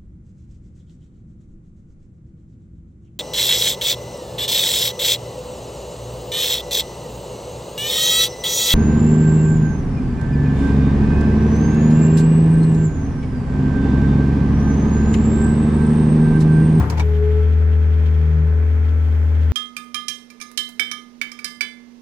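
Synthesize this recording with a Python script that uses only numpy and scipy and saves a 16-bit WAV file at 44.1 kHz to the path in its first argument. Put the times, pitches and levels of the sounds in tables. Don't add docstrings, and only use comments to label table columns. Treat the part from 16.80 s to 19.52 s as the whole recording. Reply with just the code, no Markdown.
import sys
import numpy as np
from scipy.fft import rfft, irfft, next_fast_len
from scipy.io import wavfile
from scipy.ndimage import map_coordinates

SR = 44100
rng = np.random.default_rng(int(sys.argv[2]) if len(sys.argv) > 2 else 0)


def output_pcm(signal):
    pcm = np.clip(np.atleast_2d(signal).T, -1, 1) * 32767
    wavfile.write(sys.argv[1], SR, np.round(pcm).astype(np.int16))


N = 119952
T = np.arange(N) / SR

# (t/s, crack level/dB, rise/s, fade/s, tilt/dB per octave, thud level/dB)
PIPE_HITS = [(.0988, -28.5, 0.00058, 0.068, 5, -31.5), (.118, -38.5, 0.0062, 0.19, -1, -32),
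             (0.169, -34.5, .011, 0.14, 0.5, -27), (.1958, -24, 0.00076, 0.076, 0, -29)]
# (f/Hz, relative level/dB)
CRACK_COLOUR = [(150, 6.5), (450, -4.5), (1000, 5), (1500, 2), (2300, 6), (3200, -5), (4600, -2.5),
                (6300, -6), (7700, -10.5), (9000, -20), (12000, -20.5), (15000, -27.5)]
THUD_COLOUR = [(120, -19), (250, -2.5), (430, 3), (620, -9), (900, 3), (1300, -14.5), (2500, -44)]
# (f/Hz, relative level/dB, fade/s)
PIPE_NOTES = [(780, -3, .04), (850, -1, .06), (838, -16, .5), (960, -3, .04), (2272, -2, .06),
              (2370, -5, .05), (3693, -17, .1), (5674, -20, .08), (7720, -20, .06)]
# (f/Hz, level/dB, fade/s)
WALL_NOTES = [(110, -21.5, 1.1), (126, -28, .7), (142, -29, .7), (198, -30, .9), (301, -35, .9),
              (346, -41, .7), (385, -37, .4), (738, -42, .7), (890, -36, .55), (1040, -35, .3),
              (1120, -39, .3)]
# (f/Hz, relative level/dB)
BOOM_COLOUR = [(40, -30), (90, -17.5), (135, -2.5), (200, -8.5), (400, -14), (620, -19.5), (1000, -18.5),
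               (1500, -17.5), (2200, -30), (3000, -36), (6500, -44), (9000, -45.5), (15000, -61)]

# (t/s, f/Hz)
FIRING_RATE = [(0, 72.4), (.12, 80.5), (.22, 77.4), (.4, 76.4), (.55, 77.6), (.72, 78.1), (1.1, 77.8),
               (2.72, 78.2)]
# (t/s, relative level/dB)
DRONE_LEVEL = [(0.02, -14), (0.06, -24), (0.23, -14.5), (0.43, -15), (0.71, -12.5), (2.23, -14.5),
               (2.68, -14)]
OCTAVE_LEVEL = [(0.2, -30.5), (0.39, -31), (0.67, -35), (1.13, -35), (1.35, -31), (1.59, -23.5),
                (1.66, -27), (1.74, -35.5), (1.91, -42.5), (2.68, -38.5)]
WHINE_LEVEL = [(0, -41), (.2, -44), (.24, -31), (.29, -26), (.36, -28.5), (.44, -20.5), (.54, -25),
               (.61, -24), (.7, -36.5), (.78, -34.5), (1.13, -37.5), (1.45, -37), (1.8, -37), (2.05, -40),
               (2.2, -45), (2.72, -45)]
# (multiple of half the firing rate, level/dB)
ENGINE_OVERTONES = [(3, -56), (6, -40), (7, -58), (8, -55), (9, -61), (10, -52.5), (12, -53), (13, -54),
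                    (15, -59), (19, -61), (22, -59.5), (27, -56.5), (33, -70), (36, -59.5), (39, -60.5),
                    (43, -62), (44, -61)]
# (f/Hz, relative level/dB)
CLATTER_COLOUR = [(300, -17), (600, 0), (880, -4), (1150, -3), (1500, 0.5), (1900, -1.5), (2330, -5),
                  (2550, -8.5), (2880, -17.5), (3200, -14), (3700, -20), (6000, -31), (9000, -43.5)]
RUMBLE_COLOUR = [(15, -14.5), (30, -1.5), (50, 3), (120, 1), (170, -5.5), (300, -7.5), (470, -10),
                 (620, -19.5), (1200, -52.5)]
HISS_COLOUR = [(1500, -10.5), (3500, 1), (5000, -1.5), (6300, 1), (7500, -4.5), (8400, -15), (9500, -27.5),
               (12000, -7), (15500, -18.5)]
SIZZLE_COLOUR = [(3000, -16), (7000, -1.5), (9300, -15.5), (10500, -6.5), (12000, 1.5), (13500, -10.5),
                 (15500, -15.5)]
# (t/s, level/dB)
SIZZLE_LEVEL = [(0, -60), (.3, -63), (.6, -73.5), (1.6, -76), (2.0, -70.5), (2.4, -65.5), (2.72, -69)]
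# (f/Hz, level/dB)
FAN_NOTES = [(279, -46), (558, -57.5), (837, -61)]

# (t/s, level/dB, tilt/dB per octave)
WATER_SPLASHES = [(0.281, -55.5, 4), (.435, -56.5, -3), (.5, -53.5, -3), (0.636, -51.5, -4.5),
                  (.718, -46.5, -2.5), (0.926, -53, -3), (1.004, -56.5, -3.5), (1.199, -53, -7.5),
                  (1.256, -50.5, -2.5), (1.336, -49.5, 2), (1.448, -55.5, 2.5), (1.582, -53.5, -2.5),
                  (1.665, -56, 5.5), (2.085, -49, 2), (2.234, -54.5, 2), (2.545, -49.5, 0.5)]
# (f/Hz, relative level/dB)
WATER_COLOUR = [(800, -21.5), (1600, -12), (2500, 1), (2850, -1.5), (3200, 3), (3800, -8), (5000, -12),
                (7000, -17.5), (9000, -26.5), (12000, -21.5), (15500, -31.5)]
# (t/s, level/dB)
TRICKLE_LEVEL = [(.2, -57.5), (.55, -49.5), (.9, -59), (1.2, -52.5), (1.7, -62), (2.72, -54.5)]

# (f/Hz, likeness: 0 is unrelated, 1 or more is the same)
STEREO_LIKENESS = [(200, 0.7), (450, 1.2), (800, .45), (1500, -0.08), (4000, 0.1249), (12000, 0.1)]
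# (f/Hz, level/dB)
STEREO_BALANCE = [(80, 3.2), (160, 2), (240, 1), (400, 4), (1000, 5), (1450, 5), (2100, -5.5), (3000, 0.5),
                  (5000, 1.5), (12000, -1.5)]


def pipe():
    seat_s, seat_db = .2015, -26
    out = sum(amp(seat_db + db) * burst(seat_s, rise_s=.001, fade_s=fade) * tone(hz * T, hz, drift=.21)
              for hz, db, fade in PIPE_NOTES)
    for start, crack_db, rise, fade, tilt_db, thud_db in PIPE_HITS:
        out += amp(crack_db) * burst(start, rise, fade) * noise(CRACK_COLOUR, tilt_db)
        out += amp(thud_db) * burst(start, rise + .0045, fade_s=.13) * noise(THUD_COLOUR)
    return out


def hopper():
    ring = sum(amp(db - 60 * T / fade) * tone(hz * T, hz, drift=.36) for hz, db, fade in WALL_NOTES)
    boom_db, low_fade_s, high_fade_s = -24.5, 1.0, .45
    boom = noise(BOOM_COLOUR)
    low = filtered(boom, lambda hz: 1 / (1 + (hz / 1300) ** 4))
    high = boom - low
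    return ring + amp(boom_db) * (low * amp(-60 * T / low_fade_s) + high * amp(-60 * T / high_fade_s))


def engine(firings):
    out = amp(curve(DRONE_LEVEL) - .5 + .1 * wobble(14)) * tone(firings, 78)
    out += amp(curve(OCTAVE_LEVEL) + 1.5 + .3 * wobble(14)) * tone(2 * firings, 156)
    for multiple, db in ENGINE_OVERTONES:
        out += amp(db + 1.2 * wobble(5)) * tone(multiple * firings / 2, multiple * 39, drift=.22)
    gear_level = amp(-50.5 - 3.5 * T + 2.7 * wobble(5)) * ramp(start_s=.4, rise_s=.2)
    gear_tone = np.sqrt(2) * np.sin(2 * np.pi * 17 * firings + .32 * wobble(8))
    return out + gear_level * gear_tone


def hydraulics(firings):
    level = amp(curve(WHINE_LEVEL) - .5 + .77 * wobble(26))
    cycles = 5.5 * firings
    whine = tone(cycles, 429, drift=.08)
    overtone = amp(-30) * tone(2 * cycles, 858, drift=.5)
    hiss = amp(-62.5 + wobble(23)) * noise(HISS_COLOUR)
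    sizzle = amp(curve(SIZZLE_LEVEL) + .8 * wobble(28)) * noise(SIZZLE_COLOUR)
    pulse = 1 + .08 * np.cos(2 * np.pi * firings)
    return level * (whine + overtone) + pulse * (hiss + sizzle)


def clatter(firings):
    cylinders, loop_samples, repeat_share = 6, 3400, .35
    place = (firings / cylinders % 1 * loop_samples).astype(int)
    repeating = np.sqrt(repeat_share) * rng.standard_normal((2, loop_samples))[:, place]
    fresh = np.sqrt(1 - repeat_share) * rng.standard_normal((2, N))
    pulse = 1 + .23 * np.cos(2 * np.pi * firings)
    level = amp(-43.5 - .5 * (T - T.mean()) + .6 * wobble(35))
    rattle = level * noise(CLATTER_COLOUR, source=(repeating + fresh) * pulse)
    rumble = amp(-39 + .33 * wobble(24)) * noise(RUMBLE_COLOUR)
    return rattle + rumble


def fan():
    return sum(amp(db + .51 * wobble(6)) * tone(hz * T, hz, drift=.9) for hz, db in FAN_NOTES)


def water():
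    def spray(tilt_db):
        grains = rng.standard_normal((2, N)) * amp(2 * wobble(200))
        return noise(WATER_COLOUR, tilt_db, grains)

    out = amp(curve(TRICKLE_LEVEL) + 3 * wobble(30)) * spray(0)
    for start, db, tilt_db in WATER_SPLASHES:
        out += amp(db) * burst(start, rise_s=.007, fade_s=.12) * spray(tilt_db)
    return out


def amp(db):
    return 10 ** (np.asarray(db) / 20)


def along(points, hz):
    freqs, values = np.transpose(points)
    return np.interp(np.log(hz + 1), np.log(freqs + 1), values)


def curve(rows):
    return np.interp(T, *np.transpose(rows))


def wobble(rate):
    return map_coordinates(rng.standard_normal(600), [T * rate + 2], mode="wrap")


def ramp(start_s, rise_s):
    return np.clip((T - start_s) / rise_s, 0, 1)


def burst(start_s, rise_s, fade_s):
    return ramp(start_s, rise_s) * amp(-60 * np.maximum(T - start_s - rise_s, 0) / fade_s)


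def filtered(x, response):
    size = next_fast_len(N + SR // 2)
    return irfft(rfft(x, size) * response(np.fft.rfftfreq(size, 1 / SR)), size)[..., :N]


def spread(hz):
    return np.arccos(np.clip(along(STEREO_LIKENESS, hz), -1, 1)) / 2


def noise(colour, tilt_db=0, source=None):
    def response(hz):
        octaves = np.log2(np.maximum(hz, colour[0][0]))
        return amp(along(colour, hz) + tilt_db * octaves) * [np.cos(spread(hz)), np.sin(spread(hz))]

    pair = rng.standard_normal((2, N)) if source is None else source
    mid, side = filtered(pair, response)
    out = np.array([mid + side, mid - side])
    return out / np.sqrt(np.mean(out ** 2) + 1e-20)


def tone(cycles, hz, drift=0):
    phase = 2 * np.pi * (cycles + rng.random()) + drift * wobble(9)
    offset = rng.normal() * spread(hz) * min(2, hz / 500)
    return np.sqrt(2) * np.sin(phase + np.array([[.5], [-.5]]) * offset)


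def scene():
    firings = np.cumsum(curve(FIRING_RATE)) / SR
    machine = engine(firings) + clatter(firings) + hydraulics(firings) + fan()
    return machine + hopper() + pipe() + water()


def record(dry):
    left_lag_s, top_hz = .000095, 15800
    half = np.array([[.5], [-.5]])

    def response(hz):
        balance = amp(half * along(STEREO_BALANCE, hz))
        delay = np.exp(-2j * np.pi * hz * half * left_lag_s)
        return balance * delay * (hz < top_hz)

    return filtered(dry, response)


dry = scene()
out = record(dry)
output_pcm(out)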